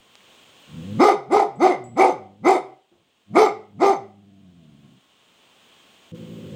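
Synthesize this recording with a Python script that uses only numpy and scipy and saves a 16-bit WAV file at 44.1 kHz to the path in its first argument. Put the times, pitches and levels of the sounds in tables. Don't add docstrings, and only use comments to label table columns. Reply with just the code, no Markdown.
import sys
import numpy as np
from scipy import signal
from scipy.fft import rfft, irfft
from scipy.io import wavfile
from scipy.ndimage import uniform_filter1d

SR = 44100
rng = np.random.default_rng(int(sys.argv[2]) if len(sys.argv) > 2 else 0)


def gain_from_db(level_db):
    decades = np.asarray(level_db, float) / 20
    return 10 ** decades


def digitize_waveform(pressure):
    field = np.atleast_2d(pressure).T
    bounded = np.clip(field, -1, 1)
    quanta = np.round(bounded * 32767).astype(np.int16)
    wavfile.write(sys.argv[1], SR, quanta)


N = 288855

# frequency in Hz, level in dB per Hz.
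HISS = [(15, -48), (25, -18.5), (91, -7.5), (239, 1), (288, -1.5), (596, -2), (2050, -7.5), (3150, 1),
        (4720, -13.5), (6010, -15.5), (6520, -13.5), (8300, -15), (9750, -21), (11500, -40), (15400, -18)]
# frequency in Hz, width in Hz, depth as a peak level in dB.
GAP = (11300, 700, 0)
# frequency in Hz, level over the hiss in dB, start in seconds.
WHINES = [(1087, -14, 0), (6595, -22, 0), (15278, -21, 0), (14987, -17, 6.15), (7690, -20, 6.15),
          (2164, -20, 6.15)]
# time in seconds, level in dB.
REST = [(0, -58), (.3, -53), (.44, -51.5), (.45, -53.5), (.98, -49), (5.5, -54.5), (6.12, -55), (6.16, -54),
        (6.55, -52.5)]
DUCKED_DB, HOLD_S, RECOVER_DB_PER_S = -69, 0.39, 9.5
# start in seconds, length in seconds, depth in dB.
CUTS = [
    (0.445, 0.0034, -9.5),
    (6.118, 0.029, -9),
]
# start in seconds, peak in dB, frequency in Hz, t60 in seconds.
TICKS = [
    (.1545, -24, 3950, 0.00082),
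    (0.2065, -38.5, 2460, .004),
]

# time in seconds, pitch in Hz, level in dB.
GROWLS = [
    [(.675, 72.85, -50), (.757, 78.85, -38), (.81, 77.63, -35.5), (.871, 96.97, -35), (.96, 108.2, -28),
     (1.27, 132, -56), (1.9, 118, -43), (2.3, 97, -50.5), (2.8, 135.4, -63)],
    [(3.262, 101.9, -61.5), (3.31, 101.1, -42), (3.66, 101.3, -57.5), (3.76, 101.5, -47),
     (4.07, 103.6, -51), (4.42, 96, -50.5), (4.6, 83.35, -50), (4.71, 72.77, -50.5), (5.01, 64.56, -51.5)],
    [(6.118, 57.16, -38.5), (6.33, 55.24, -38.5), (6.55, 51.96, -37)],
]
CLEAR_ROUGH, CREAK_ROUGH, CREAK_HZ = .11, [.28, .25, .24], (75, 97)
# start in seconds, length in seconds, effort in dB, top pitch in Hz,
# throat level over effort in dB.
BARKS = [
    (.972, 0.13, -11.5, 421.2, -0.5),
    (1.279, 0.13, -16, 426.7, 4),
    (1.572, .126, -14, 381, 4),
    (1.942, 0.14, -16, 386.3, 6),
    (2.414, 0.13, -13.5, 386.7, 3),
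    (3.318, .13, -11.5, 438, -1),
    (3.773, 0.14, -15, 401.7, 1),
]
BARK_ROUGH = [.15, .2, .2, .24, .2, .3, .22]
# attack in seconds, pitch climb in seconds, mouth and rasp over effort in dB.
JAWS = [(.033, .08, 2.5), (.052, .085, -2), (.056, .085, .5), (.055, 0.075, 1.5), (0.056, 0.088, 1.5),
        (.054, .095, -.5), (.054, .078, -1)]
# level in dB, rise from in dB, sag while held in dB,
# slump at release in dB, fade in dB per second.
LAYERS = [(-0.5, -36, -13.5, -22.5, -200), (0, -28.5, -4.5, -3, -160), (-3.5, -25, -13, 1, -150),
          (-10, -24, -11, -5, -150)]
SLUMP_S, LINGER_S = 0.0083, .022
CLIMB_BEND, DROP_S, DROP_BEND = 1.3, .045, 1.4
DROOP = .06

# frequency in Hz, level in dB.
CHEST = [(40, -45), (57, -28), (72, -12), (100, -6), (170, 0), (220, -3), (300, -13), (400, -23),
         (560, -36), (900, -55)]
# frequency in Hz, width in Hz, level in dB.
NOSE = [
    [(505, 50, -16)],
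    [(660, 80, -20)],
    [(360, 100, -9), (520, 45, -7)],
]
# frequency in Hz, width in Hz, level in dB.
THROAT = [(440, 170, -7), (580, 160, -13), (780, 115, 0)]
# frequency in Hz, width in Hz, level in dB.
MOUTH = [(970, 130, -4), (1225, 135, 0), (1470, 150, -21)]
# frequency in Hz, width in Hz, level in dB.
RASP = [(2070, 130, 0), (2260, 170, -11), (3200, 300, -40), (3690, 140, -18), (4480, 170, -22),
        (5150, 300, -23), (6200, 420, -22), (7500, 1000, -29), (9000, 1600, -32)]
OPENS_HZ = (133, 292)
GROWL_AIR, RASP_NOISE = 1.0, .36
SHIMMER_DB, CLUMP_DB = 6., 7.5
DIE_S = .07

# frequency in Hz, t60 in seconds.
ROOM = [(100, 0.23), (400, 0.42), (800, 0.37), (2000, 0.37), (5000, 0.34), (10000, 0.25)]
ROOM_DB, EARLY_DB = -9.5, -5
# time in seconds, level in dB.
TAG_HITS = [
    (1.557, -61.5),
    (1.84, -50),
]
# frequency in Hz, level in dB, t60 in seconds.
TAG = [(7800, 0, .45), (7000, -6, .1)]
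# start in seconds, thud in dB, thud frequency in Hz, thud t60 in seconds,
# rustle in dB, rustle t60 in seconds.
PAW = (2.916, -55, 347, 0.3, -60.5, 0.9)

CEILING = 1.15
EDGE_HZ, BASS_HZ = 10700, 78
TOP_FROM_HZ, TOP_SHIFT_HZ = (5300, 9000), 6350
TOP_DB, TOP_GATE_DB = -14, -63


def read(points, hz):
    f, value = np.transpose(points)
    return np.interp(np.log(hz + 1), np.log(f + 1), value)


def peaks(modes, hz):
    return sum(gain_from_db(db) / (1 + (2 * (hz - f) / w) ** 2) ** 1.4 for f, w, db in modes)


def above(hz, edge):
    return 1 / np.sqrt(1 + (edge / (hz + 1)) ** 8)


def evened(x):
    return x / np.sqrt(np.mean(x ** 2) + 1e-20)


def coloured(x, gain):
    return irfft(rfft(x) * gain(np.fft.rfftfreq(len(x), 1 / SR)), len(x))


def add(mix, s, sound):
    part = mix[round(s * SR):][:len(sound)]
    part += sound[:len(part)]


def ping(t, db, hz, t60):
    return gain_from_db(db - 60 * t / t60) * np.sin(2 * np.pi * hz * t)


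def gain_control(t):
    level_db = np.interp(t, *np.transpose(REST))
    for (start, *_), (attack, *_) in zip(BARKS, JAWS):
        since = t - start - attack
        ducked_db = DUCKED_DB + RECOVER_DB_PER_S * np.maximum(since - HOLD_S, 0)
        level_db = np.where(since > 0, np.minimum(level_db, ducked_db), level_db)
    for s, length, db in CUTS:
        level_db = level_db + db * (t > s) * (t < s + length)
    return gain_from_db(level_db)


def hiss():
    t = np.arange(N) / SR
    colour = lambda f: gain_from_db(read(HISS, f)) * (1 - peaks([GAP], f))
    out = evened(coloured(rng.standard_normal(N), colour))
    for hz, db, start in WHINES:
        waver = evened(uniform_filter1d(rng.standard_normal(N), size=1500))
        whine = np.sin(2 * np.pi * hz * t + 0.51 * waver)
        out += gain_from_db(db + 2.8 * waver) * whine * (t >= start)
    return out * gain_control(t)


def camera_ticks():
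    out, t = np.zeros(N), np.arange(SR // 2) / SR
    for s, db, hz, t60 in TICKS:
        add(out, s, ping(t, db, hz, t60))
    return out


def effort(growl, creak):
    s, low_hz, low_db = np.transpose(growl)
    t = np.arange(s[0], s[-1], 1 / SR)
    hz = low = np.interp(t, s, low_hz)
    rough = np.interp(low, CREAK_HZ, (creak, CLEAR_ROUGH))
    gains = np.full((len(LAYERS), len(t)), gain_from_db(-120))
    gains[0] = gain_from_db(np.interp(t, s, low_db))
    for bark, jaw, uneven in zip(BARKS, JAWS, BARK_ROUGH):
        start, length, effort_db, top_hz, throat_db = bark
        attack, climb, mouth_db = jaw
        since, after = t - start, np.maximum(t - start - length, 0)

        rise = np.sin(np.pi / 2 * np.clip(since / climb, 0, 1)) ** CLIMB_BEND
        lift = rise * np.exp(-(after / DROP_S) ** DROP_BEND)
        lift = lift * (1 - DROOP * np.clip((since - climb) / (length - climb), 0, 1) ** 2)
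        hz, rough = hz + lift * (top_hz - low), rough + lift * (uneven - rough)

        coming = np.clip(1 - since / attack, 0, 5)
        held = np.clip((since - attack) / (length + LINGER_S - attack), 0, 1)
        gone = np.maximum(after - LINGER_S, 0)
        slump = 1 - np.exp(-gone / SLUMP_S)
        over_db = (0, throat_db, mouth_db, mouth_db)
        for k, (db, rise_db, sag_db, slump_db, fade_db) in enumerate(LAYERS):
            shape_db = rise_db * coming + sag_db * held + slump_db * slump + fade_db * gone
            gains[k] += gain_from_db(effort_db + db + shape_db + over_db[k])
    return t, hz, rough, gains


def overtones(turns, hz, gain, count, floor=0):
    k = np.arange(1, count + 1)[:, None]
    heights = gain(k * hz[::16]).repeat(16, axis=1)[:, :len(hz)]
    waves = np.cos(2 * np.pi * k * (turns - .07 * k))
    return np.sqrt(2) * (heights * waves).sum(0) / np.sqrt((heights ** 2).sum(0) + floor)


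def turbulence(puffs, modes):
    hoarse = np.zeros(len(puffs))
    for mode in modes:
        clumps = evened(uniform_filter1d(rng.standard_normal(len(puffs)), size=700))
        hoarse += gain_from_db(CLUMP_DB * clumps) * coloured(puffs, lambda f: peaks([mode], f))
    return evened(hoarse)


def voice(growl, creak, nose):
    t, hz, rough, gains = effort(growl, creak)
    cycles, chance = np.cumsum(hz) / SR, rng.standard_normal((3001, 2))
    wobble, swing = (np.interp(cycles / 1.2, np.arange(3000), np.diff(c)) for c in chance.T)
    turns = np.cumsum(hz * (1 + .2 * rough * wobble)) / SR
    puffs = (.25 + np.exp(-(turns % 1) / .25)) * rng.standard_normal(len(t))
    jaw = np.clip((hz - OPENS_HZ[0]) / (OPENS_HZ[1] - OPENS_HZ[0]), 0, 1) ** 2

    chest = lambda f: gain_from_db(read(CHEST, f)) + peaks(nose, f)
    air = GROWL_AIR * rough * (1 - np.sqrt(jaw)) ** 2
    hum = np.sqrt(1 - air) * overtones(turns, hz, chest, count=14)
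    breath = np.sqrt(air) * evened(coloured(puffs, chest))
    out = gains[0] * (hum + breath)

    breathy = np.clip(.8 * rough, 0, 1)
    noises = (breathy, breathy, RASP_NOISE)
    for gain, modes, noise in zip(gains[1:], (THROAT, MOUTH, RASP), noises):
        tone = overtones(turns, hz, lambda f: peaks(modes, f), count=22, floor=1.0)
        hoarse = turbulence(puffs, modes)
        open_mouth = jaw * gain * (np.sqrt(1 - noise) * tone + np.sqrt(noise) * hoarse)
        out += coloured(open_mouth, lambda f: above(f, 300))

    runs_on = t[-1] > N / SR - .01
    fade = np.clip(np.minimum((t - t[0]) / .004, (t[-1] - t) / DIE_S + runs_on), 0, 1)
    return t[0], out * gain_from_db(SHIMMER_DB * rough * swing) * fade


def room(x):
    taps = np.zeros(SR)
    at = np.arange(500, SR - 20, 20)
    taps[at + rng.integers(0, 20, len(at))] = rng.choice([-1., 1.], len(at))
    hz, t, z = signal.stft(taps, SR, nperseg=256)
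    decay = gain_from_db(-60 * t / read(ROOM, hz)[:, None])
    tail = signal.istft(z * decay, SR, nperseg=256)[1][:SR]
    tail *= gain_from_db(ROOM_DB) / np.linalg.norm(tail)
    tail[rng.integers(60, 1500, size=12)] += gain_from_db(EARLY_DB) * rng.choice([-.29, .29], size=12)
    sent = coloured(x, lambda f: above(f, 330))
    return x + signal.fftconvolve(sent, tail)[:N]


def collar_tag():
    out, t = np.zeros(N), np.arange(SR // 2) / SR
    for s, db in TAG_HITS:
        add(out, s, sum(ping(t, db + mode_db, hz, t60) for hz, mode_db, t60 in TAG))
    return out


def paw_shift():
    out, t = np.zeros(N), np.arange(SR // 2) / SR
    s, db, hz, t60, rustle_db, rustle_t60 = PAW
    add(out, s, ping(t, db, hz, t60))
    rustle = evened(coloured(rng.standard_normal(len(t)), lambda f: peaks([(243.2, 1200, 0)], f)))
    add(out, s, gain_from_db(rustle_db - 60 * t / rustle_t60) * rustle)
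    return out


def scene():
    dog = np.zeros(N)
    for growl, creak, nose in zip(GROWLS, CREAK_ROUGH, NOSE):
        add(dog, *voice(growl, creak, nose))
    return (room(dog) + camera_ticks() + collar_tag() + paw_shift())[None]


def top_cut(x):
    return signal.sosfilt(signal.butter(12, 15720, fs=SR, output="sos"), x)


def record(dry):
    z, hz = rfft(CEILING * np.tanh(dry[0] / CEILING)), np.fft.rfftfreq(N, 1 / SR)
    band = z * (hz > TOP_FROM_HZ[0]) * (hz < TOP_FROM_HZ[1])
    top = gain_from_db(TOP_DB) * irfft(np.roll(band, round(TOP_SHIFT_HZ * N / SR)), N)
    power = abs(uniform_filter1d(top ** 2, size=600))
    top *= power / (power + gain_from_db(2 * TOP_GATE_DB))
    kept = z / np.sqrt(1 + (hz / EDGE_HZ) ** 80) * above(hz, BASS_HZ)
    mix = irfft(kept, N) + top + hiss()
    return top_cut(mix[None])


dry = scene()
out = record(dry)
digitize_waveform(out)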